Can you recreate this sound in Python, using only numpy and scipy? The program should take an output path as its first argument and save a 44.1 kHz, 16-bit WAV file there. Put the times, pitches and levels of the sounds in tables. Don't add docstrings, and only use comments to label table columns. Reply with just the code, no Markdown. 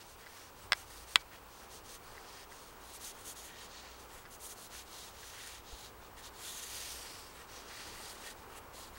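import sys
import numpy as np
from scipy import signal
from scipy.fft import rfft, irfft, next_fast_len
from scipy.io import wavfile
from scipy.ndimage import map_coordinates

SR = 44100
rng = np.random.default_rng(int(sys.argv[2]) if len(sys.argv) > 2 else 0)


def dump_mix(stems):
    frames = np.atleast_2d(stems).T
    limited = np.clip(frames, -1, 1)
    pcm = np.round(limited * 32767).astype(np.int16)
    wavfile.write(sys.argv[1], SR, pcm)


N = 396018
TOP_HZ = 15755

# start in seconds,
# speeding up in seconds, slowing down in seconds, rub level at full speed in dB,
# stick body in dB above the rub, fine fibre hiss in dB above the rub,
# pitch of the hollow under the cupped hand in Hz.
RAG_SWELLS = [(0.0, 0.013, 0.024, -57, -1, -7, 4670), (0.021, 0.099, 0.042, -63.5, -14.0, -1, 6100.0),
              (0.167, 0.053, 0.027, -64.5, 1, -1, 4700.0), (0.225, 0.17, 0.12, -59.5, -3.5, -4, 5700.0),
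              (0.544, 0.083, 0.054, -64.5, -3, 0, 8000.0), (0.739, 0.045, 0.073, -58, -0.5, 0.5, 6200.0),
              (0.844, 0.12, 0.11, -59, -7, 0.5, 4730), (1.063, 0.032, 0.096, -57.5, -7, 1.0, 8500.0),
              (1.185, 0.026, 0.016, -58.5, -6, -7, 4700.0), (1.303, 0.041, 0.051, -63, 4, -4, 5000.0),
              (1.453, 0.16, 0.071, -62.5, -17, -4, 5900.0), (1.681, 0.056, 0.077, -57.5, -16, -2.5, 6400.0),
              (1.832, 0.1, 0.056, -56, -9, -0.5, 6300.0), (2.007, 0.075, 0.19, -61.5, -9, -4, 4700.0),
              (2.164, 0.26, 0.035, -58, -6, -7.5, 5000.0), (2.479, 0.063, 0.26, -62, -9, -2, 6600.0),
              (2.767, 0.21, 0.013, -59.5, -8.0, -0.5, 4000.0), (2.93, 0.026, 0.025, -59, -10, 6.5, 8000),
              (2.987, 0.084, 0.059, -53, -8, 2, 6300), (3.12, 0.086, 0.069, -61.5, -7, 0, 3000.0),
              (3.238, 0.044, 0.062, -55.5, -9, 6.5, 6500.0), (3.349, 0.038, 0.15, -56, -6, 2, 6500.0),
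              (3.445, 0.099, 0.093, -62, 0.5, -17, 3100.0), (3.55, 0.088, 0.045, -55.5, -11.0, -7, 8500.0),
              (3.667, 0.09, 0.28, -57, -4.5, -26, 4400), (3.96, 0.058, 0.063, -65, -6, 1, 6100.0),
              (4.072, 0.063, 0.11, -61.0, -1.0, 0.0, 7800.0), (4.3, 0.041, 0.031, -59.5, -7.0, 4.5, 6400.0),
              (4.389, 0.064, 0.04, -56.5, -13, 6.5, 8900.0), (4.48, 0.034, 0.032, -56.5, -9, 7.5, 6300.0),
              (4.54, 0.11, 0.037, -57, -14.0, 0.5, 4200.0), (4.693, 0.086, 0.065, -54, -5, -1.5, 6100.0),
              (4.844, 0.17, 0.12, -53.5, -9.5, -2.5, 3900.0), (5.108, 0.2, 0.14, -56.0, -3, -3, 5900.0),
              (5.328, 0.13, 0.16, -54, -2.5, -2.5, 8760), (5.626, 0.209, 0.072, -54.5, -10, -8, 3960),
              (6.008, 0.036, 0.051, -65.5, -8, -14, 3800.0), (6.161, 0.029, 0.046, -60.5, -1, -5, 9100.0),
              (6.218, 0.039, 0.045, -55.5, -8, -4, 6000.0), (6.32, 0.28, 0.1, -50.5, -9, -1, 6300),
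              (6.43, 0.044, 0.11, -52, -4, -3, 3500.0), (6.59, 0.21, 0.3, -49.0, -7, -0.5, 4730),
              (6.96, 0.11, 0.29, -54, -7, -5, 4724), (7.301, 0.085, 0.074, -60.5, 1, -2.5, 3835),
              (7.468, 0.079, 0.16, -57.5, -3, -7, 5900.0), (7.645, 0.15, 0.2, -53.5, -2.5, -6, 4700.0),
              (7.898, 0.15, 0.15, -55, -1.5, -1, 4730), (8.165, 0.13, 0.044, -53, -4.5, -3.5, 8400.0),
              (8.36, 0.025, 0.075, -64, -12, -4, 5100.0), (8.479, 0.1, 0.017, -60.5, 0.5, -1.5, 2800.0),
              (8.55, 0.028, 0.024, -62.5, -5, 6.5, 8000), (8.722, 0.052, 0.14, -56.5, -9.5, -0.5, 4200.0),
              (8.916, 0.092, 0.009, -62.5, -2, 1, 4000.0)]
# frequency in Hz, relative density in dB per Hz.
BODY_SPECTRUM = [(900, -22), (1500, -1), (2000, -1.5), (2800, -5.5), (4500, -17)]
RUB_SPECTRUM = [(1800, -14), (2900, -1), (4500, 4), (6800, -1.5), (10000, -10.5)]
FIBRE_SPECTRUM = [(5500, -6.5), (7400, 0), (10700, -1.5), (13500, -7), (TOP_HZ, -6)]
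# frequency in Hz, width in Hz, level before the grip in dB.
STICK_RESONANCES = [(1853, 100, -4.5), (2800, 42, -16.5), (3300, 63, -15), (3770, 41, -16), (4190, 51, -17),
                    (4800, 92, -27.5), (5540, 93, -24), (6170, 69, -35), (8560, 240, -8)]
# time in seconds, change of level in dB.
GRIP_CURVE = [(0, 0), (2.8, 4), (3.3, 0), (3.9, 3), (4.3, -5), (6.3, 1), (6.9, -5), (8.2, 4), (8.98, -8)]
# time in seconds, lag in ms, strength from 0 to 1.
HAND_REFLECTION = [(0, .33, .12), (2.4, .33, .12), (3.5, .3, .22), (4.5, .31, .13), (5.9, .3, .24),
                   (6.42, .28, .22), (6.8, .318, .28), (7.2, .38, .2), (7.6, .33, .07), (8.98, .27, .13)]
# time in seconds, strength ahead of the wood modes in dB.
TICK_HITS = [(.7209, -12.5), (.7308, -16.5)]
KNOCK_HITS = [(1.1572, -5.5), (1.2130, -49)]
# time in seconds, relative strength in dB.
TAP_HITS = [(0.013, -52), (0.24, -41), (0.2673, -33), (0.3745, -44), (1.6247, -39), (2.1495, -41),
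            (2.172, -36), (2.5213, -38), (3.0364, -44), (4.2585, -34.5), (4.7498, -44), (5.23, -37),
            (7.7125, -35), (7.7994, -44), (8.745, -48), (8.9645, -38)]
# lag from the tap in seconds, change of strength in dB.
TAP_CREEP = [(-.005, -3), (0, 1), (.007, -2)]
# frequency in Hz, level when ticked in dB, level when knocked in dB,
# 60 dB decay in seconds.
WOOD_MODES = [(597, -15.5, -38.5, 0.0082), (830, -15.5, -18, 0.017), (1086, -6, -7, 0.0086),
              (1665, -4, -14, 0.021), (1900, -34, -31, 0.058), (2000, -1.5, -6, 0.013),
              (2284, -28, -34, 0.13), (2450, -18, -4, 0.0082), (3030, -5, -1.5, 0.004),
              (3320, -5.5, -1, 0.0085), (4000, -10.5, -10.5, 0.0087), (4540, -6, -9, 0.0074),
              (5200, -2.5, -11.5, 0.0089), (6820, -23, -19, 0.0056), (8400, -12.5, -12.5, 0.0089),
              (11100, -29, -20.5, 0.006), (14750, -19, -18, .005), (1510, -40, -28.5, 0.082)]
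# frequency in Hz, relative density in dB per Hz.
PORCH_SPECTRUM = [(500, -8), (1000, -3), (2000, -10), (4000, -8), (8000, -4)]
# time in seconds, strength in dB, frequency in Hz, 60 dB decay in seconds.
JOLTS = [(5.727, -41, 48.2, 0.13)]
# time in seconds, rumble in dB, tyre roar in dB.
TRAFFIC_LEVELS = [(0.0, -66.5, -58), (0.7, -62, -57.5), (2.4, -64.5, -55.5), (4.48, -64.5, -56.5),
                  (5.55, -63.5, -57), (7.75, -64, -54), (7.9, -62.5, -52.5), (8.45, -63, -55),
                  (8.98, -60, -55)]
# frequency in Hz, relative density in dB per Hz.
RUMBLE_SPECTRUM = [(12, -17), (25, 4.5), (45, -9), (60, -2), (75, -5.5), (90, -0.5), (130, -9.5),
                   (200, -35)]
ROAR_SPECTRUM = [(100, -18), (160, -4), (280, -3), (450, 1), (640, -3), (820, 0.5), (1100, 0), (1400, -3),
                 (1900, -11), (3200, -17)]
HISS_SPECTRUM = [(1100, -16), (2200, 0), (5800, -4.5), (10000, -7), (14700, -7.5), (TOP_HZ, 4)]
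# frequency in Hz, rms before the top cut in dB.
WHISTLE_TONES = [(15734.26, -67.7), (15747.29, -72.3), (15777.32, -86), (7867.13, -84)]

SLIPS_PER_S, SLIP_SPREAD_DB = 9000, 2
BODY_POWER, RUB_POWER, FIBRE_POWER = 0.74, 0.71, 0.88
HOLLOW_WIDTH_HZ, HOLLOW_DB = 340, -3.5
SECOND_BOUNCE = 0.29
FLOOR_LAG_S, FLOOR_DB = 0.00213, -18.5
TAPS_DB, TAP_SOFT_HZ = -13.5, 3000
TAP_RING_HZ, TAP_RING_WIDTH_HZ, TAP_RING_DB = 1820, 270, 8.5
PORCH_T60_S, PORCH_DB = 0.045, -22
HUM_HZ, HUM_WIDTH_HZ, HUM_DB = 59.5, 4.2, -66
HISS_DB = -63
WHISTLE_SWELL_S = 0.0718
CUTOFF_HZ = 17060


def rag():
    body_gain, rub_gain, fibre_gain = strengths()
    body = body_gain * from_db(1.9 * drift(12)) * colour(slips(), BODY_SPECTRUM)
    rub = rub_gain * from_db(1.0 * drift(5.2)) * colour(slips(), RUB_SPECTRUM)
    fibre = fibre_gain * from_db(1.0 * drift(19)) * colour(slips(), FIBRE_SPECTRUM)
    hiss = from_db(0.87 * drift(29)) * (body + rub + fibre)
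    hiss = hiss + hollow(hiss)
    hiss = hiss + stick(hiss)
    return reflections(hiss)


def strengths():
    power = np.zeros((3, N))
    for (span, speed), row in zip(swells(), RAG_SWELLS):
        *_, rub_db, body_db, fibre_db, _ = row
        layers = [(body_db, BODY_POWER), (0, RUB_POWER), (fibre_db, FIBRE_POWER)]
        for k, (above_rub_db, law) in enumerate(layers):
            gain = from_db(rub_db + above_rub_db) * speed ** law
            power[k, span] += gain ** 2
    return np.sqrt(power)


def swells():
    for start_s, up_s, down_s, *_ in RAG_SWELLS:
        length_s = up_s + down_s
        span = slice(round(start_s * SR), min(round((start_s + length_s) * SR), N))
        t = np.arange(span.start, span.stop) / SR - start_s
        ramp = np.minimum(t / up_s, (length_s - t) / down_s)
        yield span, np.sin(np.pi / 2 * np.clip(ramp, 0, 1))


def slips():
    size_db = SLIP_SPREAD_DB * np.minimum(rng.exponential(1, N), 5)
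    sizes = from_db(size_db) * rng.choice([-1, 1], N)
    return sizes * (rng.random(N) < SLIPS_PER_S / SR)


def hollow(hiss):
    out = np.zeros(N)
    for (span, speed), row in zip(swells(), RAG_SWELLS):
        out[span] += resonate(speed * hiss[span], row[-1], HOLLOW_WIDTH_HZ)
    return from_db(HOLLOW_DB) * out


def stick(hiss):
    grip_db, = in_time(GRIP_CURVE)
    out = np.zeros(N)
    for hz, width_hz, db in STICK_RESONANCES:
        gain = from_db(db + grip_db + 3.8 * drift(4.4))
        out += gain * resonate(hiss, hz, width_hz)
    return out


def reflections(hiss):
    lag_ms, strength = in_time(HAND_REFLECTION)
    lag = lag_ms * SR / 1000
    once = map_coordinates(hiss, [np.arange(N) - lag], order=3)
    twice = map_coordinates(hiss, [np.arange(N) - 2 * lag], order=3)
    off_hand = once + SECOND_BOUNCE * twice
    heard = (hiss + strength * off_hand) / np.sqrt(1 + strength ** 2)
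    return heard + from_db(FLOOR_DB) * np.roll(hiss, round(FLOOR_LAG_S * SR))


def contacts():
    ticks = strike(TICK_HITS, "tick", touch_s=0.0003, touch_db=-10.5, spread_db=0.0)
    knocks = strike(KNOCK_HITS, "knock", touch_s=0.0003, touch_db=-8.0, spread_db=2.0)
    blows = ticks + knocks + taps()
    t = np.arange(SR // 5) / SR
    tail = colour(rng.standard_normal(len(t)), PORCH_SPECTRUM)
    tail = tail * from_db(-60 * t / PORCH_T60_S) * (t > 0.002)
    tail = tail / np.sqrt(np.sum(tail ** 2))
    return blows + from_db(PORCH_DB) * signal.fftconvolve(blows, tail)[:N]


def taps():
    hits = [(s + lag_s, db + change_db) for s, db in TAP_HITS for lag_s, change_db in TAP_CREEP]
    out = from_db(TAPS_DB) * strike(hits, "tick", touch_s=0.00024, touch_db=-7, spread_db=4.0)
    out = out + from_db(TAP_RING_DB) * resonate(out, TAP_RING_HZ, TAP_RING_WIDTH_HZ)
    soft = np.exp(-2 * np.pi * TAP_SOFT_HZ / SR)
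    return signal.lfilter([1 - soft], [1, -soft], out)


def strike(hits, spot, touch_s, touch_db, spread_db):
    hits = np.array(hits)
    at = np.round(hits[:, 0] * SR).astype(int)
    chance = rng.standard_normal((len(at), len(WOOD_MODES)))
    out = np.zeros(N)
    for k, (hz, tick_db, knock_db, t60) in enumerate(WOOD_MODES):
        mode_db = {"tick": tick_db, "knock": knock_db}[spot]
        clicks = np.zeros(N)
        clicks[at] = from_db(hits[:, 1] + mode_db + spread_db * chance[:, k])
        clicks = from_db(touch_db) * clicks + np.roll(clicks, round(touch_s * SR))
        out += (-1) ** k * ring(clicks, hz, t60)
    return out


def jolt():
    out = np.zeros(N)
    for s, strength_db, hz, t60 in JOLTS:
        click = from_db(strength_db) * (np.arange(N) == round(s * SR))
        out -= ring(click, hz, t60)
    return out


def traffic():
    rumble_db, roar_db = in_time(TRAFFIC_LEVELS)
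    rumble = from_db(rumble_db + 1.1 * drift(3.8)) * colour(rng.standard_normal(N), RUMBLE_SPECTRUM)
    roar = from_db(roar_db + 0.6 * drift(4)) * colour(rng.standard_normal(N), ROAR_SPECTRUM)
    hum = from_db(HUM_DB) * rms_one(ring(rng.standard_normal(N), HUM_HZ, 2.0 / HUM_WIDTH_HZ))
    return rumble + roar + hum


def steady_hiss():
    return from_db(HISS_DB) * colour(rng.standard_normal(N), HISS_SPECTRUM)


def whistle():
    t = np.arange(N) / SR - WHISTLE_SWELL_S
    return sum(np.sqrt(2) * from_db(db) * np.cos(2 * np.pi * hz * t) for hz, db in WHISTLE_TONES)


def resonate(x, hz, width_hz):
    r = np.exp(-np.pi * width_hz / SR)
    top = np.array([1, 0, -1]) * (1 - r * r) / 2
    return signal.lfilter(top, [1, -2 * r * np.cos(2 * np.pi * hz / SR), r * r], x)


def ring(clicks, hz, t60):
    r = from_db(-60 / (t60 * SR))
    w = 2 * np.pi * hz / SR
    return signal.lfilter([0, np.sin(w)], [1, -2 * r * np.cos(w), r * r], clicks + 1e-18)


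def colour(x, spectrum):
    size = next_fast_len(len(x))
    hz = np.maximum(np.arange(size // 2 + 1) * SR / size, 1)
    points = np.array(spectrum)
    db = np.interp(np.log(hz), np.log(points[:, 0]), points[:, 1], left=-120, right=-120)
    return rms_one(irfft(rfft(x, size) * from_db(db), size)[:len(x)])


def drift(rate):
    r = np.exp(-80 * np.pi * rate / SR)
    noise = rng.standard_normal(N // 40 + 2002)
    slow = signal.lfilter([1], [1, -2 * r, r * r], noise)[2000:]
    return np.interp(np.arange(N) / 40, np.arange(len(slow)), rms_one(slow))


def in_time(rows):
    s, *columns = np.transpose(rows)
    return [np.interp(np.arange(N) / SR, s, column) for column in columns]


def rms_one(x):
    return x / np.sqrt(np.mean(x ** 2) + 1e-20)


def from_db(db):
    return 10 ** (np.asarray(db) / 20)


def scene():
    mono = rag() + contacts() + jolt() + traffic() + steady_hiss() + whistle()
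    return np.array([mono, mono])


def record(dry):
    top_cut = signal.cheby2(12, 70, CUTOFF_HZ, fs=SR, output="sos")
    return signal.sosfilt(top_cut, dry)


dry = scene()
out = record(dry)
dump_mix(out)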